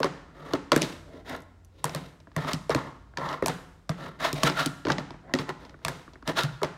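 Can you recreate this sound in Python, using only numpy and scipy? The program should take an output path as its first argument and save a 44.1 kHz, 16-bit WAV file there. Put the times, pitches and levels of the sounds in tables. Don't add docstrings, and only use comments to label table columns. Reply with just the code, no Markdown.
import sys
import numpy as np
from scipy import signal
from scipy.io import wavfile
from scipy.ndimage import uniform_filter1d

SR = 44100
rng = np.random.default_rng(int(sys.argv[2]) if len(sys.argv) > 2 else 0)


def pcm_store(signal):
    levels = np.round(np.clip(np.atleast_2d(signal), -1, 1) * 32767)
    wavfile.write(sys.argv[1], SR, levels.astype(np.int16).T)


N = 298719
T_S = np.arange(N) / SR

# f/Hz, density/dB per Hz
AIR_SPECTRUM = [(18, -36), (30, 10.5), (81, 0), (136, -24.5), (253, -12), (437, -20), (1030, -28),
                (2700, -38), (4540, -38.5), (15000, -50.5)]
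# t/s, level/dB
HUM_LEVELS = [(0, -95), (.85, -67.5), (.95, -55), (1.75, -57.5), (1.9, -63.5), (6.77, -69)]
AIR_DB, HUM_HZ = -54, 89.4

# t/s, crack level/dB, knock level/dB, thump level/dB, favoured thump f/Hz, top level/dB re crack
HITS = [(0.0024, -31, -32, -26, 444, -4), (0.0308, -10, -25, -41, 461, -25),
        (0.043, -19, -28, -22.5, 397, -11), (0.535, -13.5, -27.5, -21.5, 359, -17),
        (0.7184, -4, -18, -19, 520, -15), (0.762, -11, -25, -18, 320, -2.5),
        (0.8145, -19.5, -50, -29, 560, -13), (0.819, -8.5, -40, -33, 245, -7.5),
        (0.8278, -13, -44, -31.5, 280, -20), (1.296, -40, -52, -58, 490, 6),
        (1.3639, -44, -55, -51, 318, 4.5), (1.404, -54, -70, -61, 303, 8), (1.42, -51, -68, -72, 300, 5),
        (1.6477, -51.5, -81, -66.5, 110, 4.5), (1.8421, -16.5, -25.5, -35.5, 121, 2),
        (1.948, -16, -33, -40, 118, -8), (2.364, -23, -30.5, -27.5, 150, -1),
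        (2.5327, -12.5, -47, -27.5, 174, -7), (2.6947, -26, -28.5, -22.5, 494, -1),
        (2.7039, -19.5, -64.5, -38, 150, -16), (2.7473, -12, -28.5, -23.5, 282, -15.5),
        (2.7894, -31, -66, -53, 242, -17), (3.1723, -17, -33.5, -49, 361, -23),
        (3.288, -24, -77, -65, 326, -30), (3.3276, -24, -37, -60, 474, -30),
        (3.424, -28.5, -31.5, -22.5, 445, -8), (3.46, -10, -28, -44, 536, -6),
        (3.4815, -17, -28, -31.5, 146, -1), (3.893, -17, -30.5, -26, 168, -14.5),
        (4.3291, -18, -50, -29.5, 230, -2.5), (4.433, -6, -22, -24.5, 215, -9),
        (4.498, -15, -33, -34.5, 385, -30), (4.66, -10.5, -48, -26.5, 254, -4.5),
        (4.8512, -22.5, -36, -28.5, 345, -30), (4.8687, -23, -31, -27, 314, -23),
        (4.884, -20.5, -30.5, -34, 159, -28), (4.9012, -15.5, -22.5, -37, 293, -26),
        (4.919, -13, -54, -51, 347, -27), (4.9827, -18, -32.5, -33.5, 237, -26),
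        (5.3376, -9.5, -26.5, -22.5, 355, -19), (5.3874, -18.5, -36, -32.5, 261, -31),
        (5.4914, -23, -37, -31.5, 326, -16), (5.8488, -10.5, -31, -38.5, 130, -6.2),
        (5.8823, -15, -30.5, -40, 141, -7.5), (6.2762, -14, -34, -33.5, 128, -11),
        (6.2976, -41, -49, -32.5, 360, -19), (6.3713, -21, -32.5, -61, 536, -28),
        (6.4342, -13, -43.5, -28.5, 134, -9), (6.617, -38, -34.5, -28.5, 426, -9),
        (6.6315, -12.5, -24, -31.5, 420, -15)]
# t/s, crack level/dB, knock level/dB
TOUCHES = [(1.894, -24, -42.5), (2.2017, -43, -59.5), (2.2714, -54, -51), (2.3164, -50, -59),
           (2.4461, -33, -35.5), (3.137, -62, -55.5), (5.1056, -32, -42.5), (5.1414, -55, -49),
           (5.295, -52, -48), (5.65, -37, -54), (5.6944, -37, -53.5), (5.7425, -68, -50.5),
           (5.7902, -54, -60), (5.817, -64, -58), (6.0784, -61, -48), (6.134, -39, -55),
           (6.156, -53, -50.5), (6.2248, -46, -48.5)]
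# f/Hz, relative level/dB, t60/s
DECK_MODES = [(3150, 5, 0.03), (3500, 3.5, 0.02), (4466, 11, 0.022), (5830, 0.5, 0.00077), (6550, -9, 0.02),
              (7760, -25.5, 0.0029)]
KNOCK_MODES = [(640, 3, 0.049), (836, -4.5, 0.022), (966, 3.5, 0.028), (1107, 1.5, 0.038),
               (1206, 0.5, 0.025), (1394, 2, 0.015), (1591, 3, 0.014), (1785, 0.5, 0.017),
               (2166, -9.5, 0.031)]
THUMP_MODES = [(80, -8, 0.069), (129.7, -6.5, 0.31), (155.4, 4.5, 0.13), (193, -10.5, 0.17),
               (250.7, 1, .06), (293, -4, 0.076), (354.6, 1, 0.078), (430.6, 1, 0.055), (476, 0.5, 0.026),
               (551.5, 2.5, 0.054)]
CRACK_FALL_S, TOP_FALL_S = 0.002, 0.0012
TOUCH_THUMP_DB, TOUCH_THUMP_HZ, TOUCH_TOP_DB = -0.8, 278, -20

# t of peak/s, rise/s, fall/s, level/dB, hiss/dB re level, surface ring f/Hz, ring share/0-1
ROLLS = [(0.066, 0.028, 0.43, -52.5, -25, 1460, 0), (0.524, 0.25, 0.11, -44, -10.5, 1135, 0.5),
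         (0.772, 0.028, 0.093, -39.5, -1, 1430, 0.5), (0.845, 0.054, 0.17, -44.5, 3, 1500, 0.06),
         (1.184, 0.2, 0.1, -49.5, -13, 590, 0.73), (1.293, 0.048, 0.13, -55.5, 5.5, 1540, .2),
         (1.317, 0.069, 0.11, -37, -15, 728, 0.26), (1.799, 0.089, 0.3, -64, 1, 1020, 0.25),
         (1.971, 0.14, 0.22, -50, -1.5, 590, 0.2), (2.441, 0.1, 0.062, -35.5, -9, 1290, 0.24),
         (2.488, 0.027, 0.097, -28.5, -8.5, 1110, 0.43), (2.719, 0.021, 0.025, -26, -13.5, 1040, 0.44),
         (2.783, 0.075, 0.2, -37, -16, 1064, 0.68), (3.227, 0.068, 0.053, -35, -20, 1010, 0.54),
         (3.311, 0.13, 0.1, -30.5, -14, 1072, 0.65), (3.485, 0.036, 0.14, -41, -6, 1470, 0.9),
         (4.048, 0.15, 0.18, -41, -10.5, 1336, 0.53), (4.253, 0.064, 0.086, -23.5, -8, 1373, 0.45),
         (4.39, 0.1, 0.11, -42, 0, 660, .43), (4.472, 0.062, 0.079, -24.5, -7, 1366, 0.78),
         (4.597, 0.055, 0.11, -23.5, -6, 1380, 0.68), (5.0, 0.012, 0.08, -70, -2, 690, 0.5),
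         (5.319, 0.13, 0.033, -48.5, -23, 697, 0.56), (5.398, 0.022, 0.052, -37, -5, 1180, 0.2),
         (5.499, 0.035, 0.025, -35.5, -14, 1024, .35), (5.62, 0.07, 0.2, -54, -7.5, 1060, 0.1),
         (5.909, 0.11, 0.2, -47, -4.5, 533, 0.3), (6.295, 0.043, 0.048, -30.5, -9.5, 1320, 0.3),
         (6.383, 0.032, 0.089, -22.5, -5.5, 1370, 0.74)]
# f/Hz, width/Hz, relative level/dB
HISS_BANDS = [(2513, 1600, 9), (2980, 2500, 4.5), (3850, 520, 11), (4280, 1800, -4), (5270, 3800, -1.5),
              (7140, 1300, -5), (10000, 7700, -8.5), (12030, 3000, -29.5)]
RUMBLE_DB, RUMBLE_LOSS_DB_PER_DB = -3, 0.47
RATTLE_DB, RATTLE_HISS_DB, RATTLE_RUMBLE_DB = -7, -13, 1
RATTLE_RISE_S, RATTLE_FALL_S, RATTLE_RING_HZ, RATTLE_RING_SHARE = 0.016, 0.037, 1085, 0.35

# f/Hz, t60/s
ROOM_DECAYS = [(150, 0.75), (400, 0.42), (1000, 0.72), (2500, 0.66), (6000, 0.4), (12000, 0.71)]
ROOM_DB = -15
TOP_CUT_HZ = 15750


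def undb(db):
    return 10 ** (np.asarray(db) / 20)


def level(x, db):
    return x * undb(db) / np.sqrt(np.mean(x ** 2))


def band(x, hz, width_hz):
    return signal.lfilter(*signal.iirpeak(hz, hz / width_hz, fs=SR), x)


def steep(x, hz, width_hz):
    return band(band(x, hz, width_hz), hz, width_hz)


def bandpass(x, order, low_hz, high_hz):
    return signal.sosfilt(signal.butter(order, [low_hz, high_hz], "band", fs=SR, output="sos"), x)


def walk(rate_hz):
    hold = int(SR / rate_hz)
    steps = np.repeat(rng.standard_normal(N // hold + 1), hold)
    smooth = uniform_filter1d(uniform_filter1d(steps, hold), hold)[:N]
    return smooth / np.std(smooth)


def air():
    table_hz, table_db = np.transpose(AIR_SPECTRUM)
    noise = np.zeros(N)
    for hz in 40 * 2 ** np.arange(0, 8.6, 0.5):
        db = np.interp(np.log(hz), np.log(table_hz), table_db) + 0.62 * walk(5.4)
        noise += undb(db) * steep(rng.standard_normal(N), hz, hz / 2)
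    return level(noise, AIR_DB)


def appliance_hum():
    db = np.interp(T_S, *np.transpose(HUM_LEVELS)) + 1.1 * walk(5.6)
    return undb(db) * np.sqrt(2) * np.sin(2 * np.pi * HUM_HZ * T_S)


def ring(modes, t, late_s, rise_s, scatter_db, detune, focus_db=0):
    hz, db, t60_s = np.array(modes).T[:, :, None]
    pitch_draw, level_draw, sign_draw = rng.standard_normal((len(modes), 3)).T[:, :, None]
    since = np.clip(t - late_s * (hz[-1] / hz - 1), 0, None)
    shape = (1 - np.exp(-since / rise_s)) * np.exp(-np.log(1000) * since / t60_s)
    wave = np.sin(2 * np.pi * hz * (1 + detune * pitch_draw) * since + np.pi * (sign_draw > 0))
    out = np.sum(undb(db + focus_db + scatter_db * level_draw) * shape * wave, axis=0)
    return out / np.sqrt(np.mean(out[:SR // 80] ** 2))


def burst(t, low_hz, high_hz, fall_s):
    late, size = rng.uniform(size=(2, 3, 1))
    since = t - 0.016 * late
    rebounds = np.sum(0.22 * size * (since > 0) * np.exp(-np.abs(since) / fall_s), axis=0)
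    first = (1 - np.exp(-t / 0.00027)) * np.exp(-t / fall_s)
    out = bandpass(rng.standard_normal(len(t)) * (first + rebounds), 3, low_hz, high_hz)
    return out / np.max(np.abs(out))


def spread(sound, low_hz, high_hz):
    click = bandpass(signal.unit_impulse(len(sound)), 2, low_hz, high_hz)
    return click * np.sqrt(np.sum(sound ** 2) / np.sum(click ** 2))


def hits_and_touches():
    out, t = np.zeros((2, N + SR)), T_S[:SR // 4]
    touches = [(s, crack_db, knock_db, knock_db + TOUCH_THUMP_DB, TOUCH_THUMP_HZ, TOUCH_TOP_DB)
               for s, crack_db, knock_db in TOUCHES]
    for s, crack_db, knock_db, thump_db, thump_hz, top_db in HITS + touches:
        deck_ring = 0.025 * ring(DECK_MODES, t, 0, 0.00023, 3.0, 0.03)
        crack = undb(crack_db) * (deck_ring + 0.53 * burst(t, 2100, 5550, CRACK_FALL_S))
        top = undb(crack_db + top_db) * burst(t, 5200, 12800, TOP_FALL_S)
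        knock = undb(knock_db) * ring(KNOCK_MODES, t, 0.00035, 0.0004, 8.6, 0.037)
        focus_db = -14.0 * np.abs(np.log2(np.array(THUMP_MODES)[:, :1] / thump_hz))
        thump_t = np.clip(t - 0.0012, 0, None)
        thump = undb(thump_db) * ring(THUMP_MODES, thump_t, 0.0015, 0.00077, 2.5, 0.049, focus_db)
        near = crack + top + knock + thump
        around = spread(crack, 2500, 7000) - spread(top, 7000, 13000) - spread(knock, 550, 1800) + 0.56 * thump
        out[:, int(s * SR):][:, :len(t)] += [near, around]
    return out[:, :N]


def scrapes():
    rolls = [(s, rise_s, fall_s, db, hiss_db, RUMBLE_DB - RUMBLE_LOSS_DB_PER_DB * (db + 40.5), hz, share)
             for s, rise_s, fall_s, db, hiss_db, hz, share in ROLLS]
    rattles = [(hit[0] + RATTLE_RISE_S, RATTLE_RISE_S, RATTLE_FALL_S, hit[2] + RATTLE_DB,
                RATTLE_HISS_DB, RATTLE_RUMBLE_DB, RATTLE_RING_HZ, RATTLE_RING_SHARE) for hit in HITS]
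    return rolls + rattles


def shaken(grit, resonances):
    parts = [(-1) ** k * undb(db) * steep(grit, hz, width_hz) for k, (hz, width_hz, db) in enumerate(resonances)]
    return level(sum(parts), 0)


def wheels():
    grit = rng.standard_normal(N) * undb(0.67 * rng.exponential(size=N) + 2.43 * walk(150))
    body = shaken(grit, [(hz, 9.54 / t60_s, db) for hz, db, t60_s in KNOCK_MODES])
    rumble = shaken(grit, [(hz, 5.36 / t60_s, db) for hz, db, t60_s in THUMP_MODES])
    hiss = shaken(grit, HISS_BANDS)
    out = np.zeros(N)
    for peak_s, rise_s, fall_s, db, hiss_db, rumble_db, hz, share in scrapes():
        start_s, end_s = peak_s - rise_s, peak_s + fall_s
        on = slice(max(int(start_s * SR), 0), int(end_s * SR))
        away = np.interp(T_S[on], [start_s, peak_s, end_s], [1, 0, 1])
        share = np.clip(share, 0, 1)
        surface = level(steep(grit[on], hz, 0.22 * hz), 0)
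        ringing = np.sqrt(1 - share) * body[on] + np.sqrt(share) * surface
        sound = ringing + undb(hiss_db - 1.33 * away) * hiss[on] + undb(rumble_db) * rumble[on]
        bend = np.where(T_S[on] < peak_s, 1.6, 1.2)
        out[on] += undb(db - 25.3 * away ** bend) * sound
    return out


def basement(x):
    t, tail = T_S[:SR], np.zeros(SR)
    for hz, t60_s in ROOM_DECAYS:
        noise = steep(rng.standard_normal(SR), hz, 1.62 * hz)
        tail += noise * hz ** -0.4 * np.exp(-np.log(1000) * t / t60_s)
    tail *= 1 - np.exp(-t / 0.00067)
    return signal.fftconvolve(x, tail / np.sqrt(np.sum(tail ** 2)))[:N]


def scene():
    background = air() + appliance_hum()
    near, around = hits_and_touches()
    rolling = wheels()
    echo = undb(ROOM_DB) * basement(around + rolling)
    return (background + near + rolling + echo)[None]


def record(dry):
    body = signal.sosfilt(signal.butter(N=7, Wn=43, btype="high", fs=SR, output="sos"), dry)
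    body = body - 0.5 * band(body, 10400, 1300) - 0.42 * band(body, 13900, 3600)
    return signal.sosfilt(signal.ellip(8, 0.2, 70, TOP_CUT_HZ, fs=SR, output="sos"), body)


dry = scene()
out = record(dry)
pcm_store(out)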